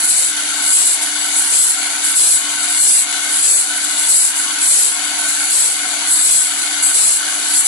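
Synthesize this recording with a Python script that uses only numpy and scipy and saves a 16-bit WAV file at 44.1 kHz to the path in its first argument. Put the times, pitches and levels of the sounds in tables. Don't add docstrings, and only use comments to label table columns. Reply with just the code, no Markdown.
import sys
import numpy as np
from scipy import signal
from scipy.io import wavfile
from scipy.ndimage import uniform_filter1d, minimum_filter1d

SR = 44100
rng = np.random.default_rng(int(sys.argv[2]) if len(sys.argv) > 2 else 0)


def to_wav(s):
    ch = np.atleast_2d(s).T
    pcm = np.round(np.clip(ch, -1, 1) * 32767)
    wavfile.write(sys.argv[1], SR, pcm.astype(np.int16))


def boost(x):
    u = np.asarray(x, float) / 20
    return 10 ** u


N = 338247
T = np.arange(N) / SR
HZ = np.fft.rfftfreq(2048, 1 / SR)

# f/Hz, level/dB
IDLE_LEFT = [(40, -45), (160, -56), (260, -23), (500, -38.5), (650, -25), (1250, -26), (2600, -15.5),
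             (4100, -18.5), (5100, -19), (6000, -17), (7500, -8), (8000, -9.5), (10200, -24.5),
             (11700, -40)]
IDLE_RIGHT = [(40, -45), (160, -62), (260, -24.5), (500, -34.5), (650, -22), (1250, -19.5), (2600, -16),
              (4100, -24), (5100, -28.5), (6000, -22.5), (7500, -23.5), (8000, -47), (10200, -11.5),
              (11700, -27.5)]
# f/Hz, width/Hz, left lift/dB, right lift/dB
FRAME_MODES = [(94.5, 83, -4, 2.5), (114.6, 38, 25, 25.5), (413, 29, 9.5, 7.5), (734, 79, 7, 8),
               (770, 85, 5, -2.5), (920, 23.6, 21, -3), (1095, 10, 21, 5.5), (1590, 42, 16, -6),
               (2138, 65, 8.5, 3), (2236, 170, 6, 1), (2625, 110, -5, -14), (2990, 210, 5, 3.5),
               (3457, 34, 9, 11.5), (3708, 46, 11, -1.5), (4024, 230, 2.5, -12), (4373, 870, 7, 11),
               (4705, 51, 5.5, 6.5), (5130, 170, 0, -2.5), (5470, 190, -3, 6.5), (6134, 66, 9, -8),
               (6730, 590, 3, 1.5), (7620, 380, -7.5, -6), (8600, 45, 8, 4), (8520, 120, -30, -9),
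               (9460, 100, 13, -17), (9970, 130, 11, 14.5)]
# f/Hz, likeness/1
MACHINE_LIKENESS = [(40, 0.92), (200, 1), (500, 0.65), (750, 0.87), (1200, 0.24), (1500, 0.95),
                    (1900, 0.13), (2200, 0.15), (2700, 0.075), (3700, 0.18), (5500, 0.1), (7500, 0.26),
                    (9500, 0.15), (11500, 0.14)]
# f/Hz, phase/rad
PORT_LAG = [(300, 0), (800, -0.26), (1500, 0.87), (1900, -1), (3000, -4.5), (7000, -9.5), (8500, -11),
            (10500, -12), (11000, -12), (11500, -10.5)]
# order/1, level/dB
HUM_ORDERS = [
    (3, -15),
    (4, 0),
]
# f/Hz, width/Hz, level/dB
GUARD_MODES = [
    (1368, 89, -5),
    (1457, 21, 3.5),
    (1522, 51, 2.5),
]
# f/Hz, level/dB
ROAR_LEFT = [(40, -50), (160, -32.5), (300, -19), (1000, -19), (2600, -15.5), (4200, -12.5), (5200, -13),
             (6500, -9.5), (7300, -1), (8000, 2.5), (8500, -3), (9000, -1), (11700, -40)]
ROAR_RIGHT = [(40, -49), (160, -35), (300, -19), (1000, -18.5), (2600, -15), (4200, -11), (5200, -15),
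              (6500, -12), (9000, -10), (11700, -30)]
# f/Hz, level/dB
GRIT_LEFT = [(2500, -49), (4200, -16.5), (5200, -20), (6500, -14), (7000, -9.5), (7500, -1.5), (8000, 1),
             (8400, -4.5), (9000, -14.5), (10300, -9.5), (10900, -22.5), (11700, -12.5)]
GRIT_RIGHT = [(2500, -53), (4200, -30), (6500, -33), (7500, -42), (7900, -10.5), (9000, -8), (9900, -1.5),
              (10500, 3.5), (10900, -11), (11300, -8.5), (11600, -12.5), (12100, -28)]
# f/Hz, width/Hz, left lift/dB, right lift/dB
BLADE_MODES = [(4120, 57, 14, -10), (4900, 47, 16, 11), (5860, 120, 9.5, -9), (6940, 50, 3, 1),
               (7600, 21, 4, -1), (7920, 15, 5, -11), (7910, 44, 5, 6), (8710, 117, 4, 7),
               (9700, 49, -16, -5), (9245, 300, 10.5, 0), (10540, 150, 7.5, -5), (11900, 150, -17, 6)]
# f/Hz, likeness/1
GRIT_LIKENESS = [(5000, .3), (7300, .45), (7800, .25), (8300, 0.64), (8800, 0.18), (9400, 0.71),
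                 (10400, 0.36), (11000, 0.26), (11600, 1)]
# start t/s, rise t/s, pressure level/dB
TOUCHES = [(-0.1, .05, -18), (0.6, 0.072, -15), (1.3, 0.095, -13.5), (2.03, 0.019, -14.5),
           (2.67, 0.035, -15), (3.31, 0.034, -15.5), (3.95, 0.045, -15.5), (4.59, 0.03, -14),
           (5.26, 0.14, -17), (6.07, 0.045, -14), (6.81, 0.021, -13.5), (7.48, 0.091, -7.5)]
# push t/s, lift t/s, release t/s, push level/dB, lift level/dB
BITES = [(0.056, 0.254, 0.092, -14, -16), (0.705, 0.943, .03, -13, -15), (1.483, 1.704, 0.06, -12, -12.5),
         (2.14, 2.339, .08, -10, -11.5), (2.792, 3.035, 0.019, -9, -14), (3.4, 3.61, 0.045, -12, -12),
         (4.06, 4.272, .06, -11.5, -12), (4.672, 4.86, 0.13, -10, -13.5), (5.497, 5.726, 0.028, -13.5, -13),
         (6.215, 6.374, 0.19, -13, -11), (6.914, 7.106, 0.12, -12.5, -11.5), (7.623, 7.85, .06, -9, -13)]
BITE_DEPTHS = [.8, .95, 0.87, 1, .95, 0.93, .9, 1, 0.88, 0.93, 1, 0.85]
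# t/s, half length/s, level change/dB
SLIPS = [(0.047, .02, 6.5), (0.344, .04, -6), (0.5, .12, 0), (0.978, .02, -4), (1.03, 0.025, 5),
         (1.455, .06, -2.5), (2.144, 0.023, -6), (2.508, .1, -2), (3.07, 0.025, -9), (3.347, .04, -1),
         (3.846, 0.02, 7), (3.917, .02, 6.5), (4.39, .05, 5), (5.13, 0.074, -5), (5.23, .04, -1),
         (5.295, 0.022, 6.5), (5.34, .03, 0.5), (5.858, 0.067, -3), (6.21, .04, -1), (6.6, .05, 4),
         (6.726, 0.074, 0.5), (6.914, .05, -2), (7.38, 0.052, -2), (7.634, 0.036, -11)]
# f/Hz, level/dB
BAND_FLOOR = [(700, -140), (1300, -78), (1900, -63), (2600, -62), (4000, -60.5), (5300, -62.5),
              (7500, -65.5), (9000, -65), (11300, -68), (12000, -62)]

WHEEL_HZ = 73.9
REST_DB = -23.5


def evened(x):
    return x / np.sqrt(np.mean(x ** 2) + 1e-20)


def read(points):
    f, value = np.transpose(points)
    return np.interp(np.log(HZ + 1), np.log(f + 1), value)


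def resonances(modes):
    return sum(np.outer(db, 1 / (1 + (2 * (HZ - hz) / width) ** 2)) for hz, width, *db in modes)


def wander(rate_hz):
    lowpass = signal.butter(2, rate_hz, fs=SR, output="sos")
    return evened(signal.sosfilt(lowpass, rng.standard_normal(N)))


def coloured(drive, db, likeness, patchy_db, bins, frames):
    a, b = signal.stft(drive, nperseg=2048, noverlap=1536)[2]
    same = np.clip(likeness, 0, 1)[:, None]
    right = (same * a + np.sqrt(1 - same ** 2) * b) * np.exp(-1j * read(PORT_LAG))[:, None]
    pair = np.array([a, right])
    patches = uniform_filter1d(rng.standard_normal(a.shape), bins, 0)
    patches = evened(uniform_filter1d(patches, frames, 1))
    pair *= boost(db[:, :, None] + patchy_db * patches)
    return signal.istft(pair, nperseg=2048, noverlap=1536)[1][:, :N]


def wheel_beat(once_db, twice_db):
    turn = 2 * np.pi * WHEEL_HZ * T
    return boost(once_db * np.sin(turn) + twice_db * np.sin(2 * turn + 1.0))


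def pressure_db():
    push_s = 0.04
    corners = []
    for (touch, rise, light_db), (push, lift, release, push_db, lift_db) in zip(TOUCHES, BITES):
        corners += [(touch, REST_DB), (touch + rise, light_db)]
        corners += [(push, light_db), (push + push_s, push_db)]
        corners += [(lift, lift_db), (lift + release, REST_DB)]
    s, db = np.transpose(corners)
    slips = sum(change * np.maximum(1 - abs(T - at) / half, 0) for at, half, change in SLIPS)
    return np.interp(T, np.maximum.accumulate(s), db) + slips


def bite(lag_s=0):
    shape_s = np.cumsum([0, 0.045, 0.15, 0.12])
    cut = [0, 0.82, 0.62, 0]
    return sum(depth * np.interp(T - lag_s - row[0], shape_s, cut) for row, depth in zip(BITES, BITE_DEPTHS))


def ducked_db(free_db, duck_db, wander_db, wander_hz):
    lead_s, smooth_s = 0.002, 0.049
    duck = uniform_filter1d(bite(-lead_s), round(smooth_s * SR))
    return free_db + duck_db * duck + wander_db * wander(wander_hz)


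def machine():
    drive = evened(rng.standard_normal((2, N)) * boost(0.85 * wander(170)) * wheel_beat(0.36, 0.37))
    db = np.array([read(IDLE_LEFT), read(IDLE_RIGHT)]) + resonances(FRAME_MODES) - 1.5
    rattle = coloured(drive, db, read(MACHINE_LIKENESS), 2.41, bins=3, frames=8)

    turns = np.cumsum(WHEEL_HZ * (1 + 0.0023 * wander(10.2))) / SR
    hum = sum(boost(db + 3.5 + 2.5 * wander(40)) * np.sin(2 * np.pi * k * turns) for k, db in HUM_ORDERS)

    boom = signal.sosfiltfilt(signal.butter(3, 680, fs=SR, output="sos"), rattle)
    rattle = rattle - boom * (1 - boost(-0.4 * (pressure_db() - REST_DB)))
    return rattle * boost(-8.0 * bite()) + hum * boost(ducked_db(-44, -17, 0.4, 14))


def guard():
    drive = evened(rng.standard_normal((2, N)) * boost(1.0 * wander(56)) * wheel_beat(0.6, 0.55))
    power = sum(boost(2 * db) / (1 + (2 * (HZ - hz) / width) ** 2) ** 2 for hz, width, db in GUARD_MODES)
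    db = 10 * np.log10(power) + np.array([[0.4], [-0.4]])
    ringing = evened(coloured(drive, db, 0.67 + 0 * HZ, 0.52, bins=3, frames=6))
    return ringing * boost(ducked_db(-31, -12.5, 1.8, 15))


def roar():
    db = np.array([read(ROAR_LEFT), read(ROAR_RIGHT)])
    noise = coloured(rng.standard_normal((2, N)), db, 0 * HZ, 3.13, bins=2, frames=8)
    return noise * np.clip(bite(), 0, 1) ** 1.4


def grinding():
    strikes_per_s = 900
    sparks = boost(2.1 * np.minimum(rng.exponential(1, N), 5)) * (rng.random(N) < strikes_per_s / SR)
    sparks = signal.lfilter([1], [1, -0.97], sparks)
    chatter = boost(0.5 * wander(120) + 1.0 * wander(15)) * wheel_beat(0.6, 0.5)
    drive = evened(rng.standard_normal((2, N)) * (1 + 0.24 * sparks) * chatter)
    db = np.array([read(GRIT_LEFT), read(GRIT_RIGHT)]) + resonances(BLADE_MODES)
    rasp = coloured(drive, db, read(GRIT_LIKENESS), 3.6, bins=2, frames=8)
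    return evened(rasp) * boost(pressure_db() + 1.0 * wander(6) + 1.5)


def scene():
    return machine() + guard() + roar() + grinding()


def starved(z, floor_db, size, count):
    bands = uniform_filter1d((abs(z) ** 2).reshape(256, 4, -1).mean(1), size=3, axis=1)
    kept = minimum_filter1d(1.0 * (bands > boost(2 * floor_db)), size=size, axis=1)
    return z * np.repeat(minimum_filter1d(kept, size=count, axis=0), 4, axis=0)


def thrifty(x):
    z = signal.stft(x, nperseg=2048, noverlap=1536)[2]
    band_hz = HZ[:1024:4, None]
    rasp = uniform_filter1d((abs(z[:, 320:500]) ** 2).mean((0, 1)), size=9)
    strain_db = np.minimum(10 * np.log10(rasp + 1e-12) + 45, 10)
    floor_db = read(BAND_FLOOR)[:1024:4, None] + 0.45 * strain_db
    left, right = (starved(port, floor_db, size=5, count=2) for port in z[:, :1024])

    thin_db = floor_db - 2.8 + 0.35 * strain_db + strain_db * np.clip(band_hz / 8000 - 0.28, 0, 0.3)
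    middle = (left + right) / 2
    lost = (middle - starved(middle, thin_db, size=4, count=1)) * (HZ[:1024, None] < 6500)
    z[:, :1024] = left - lost, right - lost
    return signal.istft(z, nperseg=2048, noverlap=1536)[1][:, :N]


def band_limit(x):
    return signal.sosfilt(signal.butter(12, 12380, fs=SR, output="sos"), x)


def record(dry):
    room_left = np.minimum(0.93 / (abs(dry).max(0) + 1e-9), 1)
    limited = dry * uniform_filter1d(minimum_filter1d(room_left, size=61), size=61)
    limited = signal.sosfilt(signal.butter(2, 45, "high", fs=SR, output="sos"), limited)
    edges = [signal.firwin(1001, hz, window=("kaiser", 9), fs=SR) for hz in (11850, 12200)]
    limited = signal.oaconvolve(limited, np.array(edges), "same", axes=1)
    mix = np.clip(thrifty(limited), -1, 1)
    return band_limit(mix)


dry = scene()
out = record(dry)
to_wav(out)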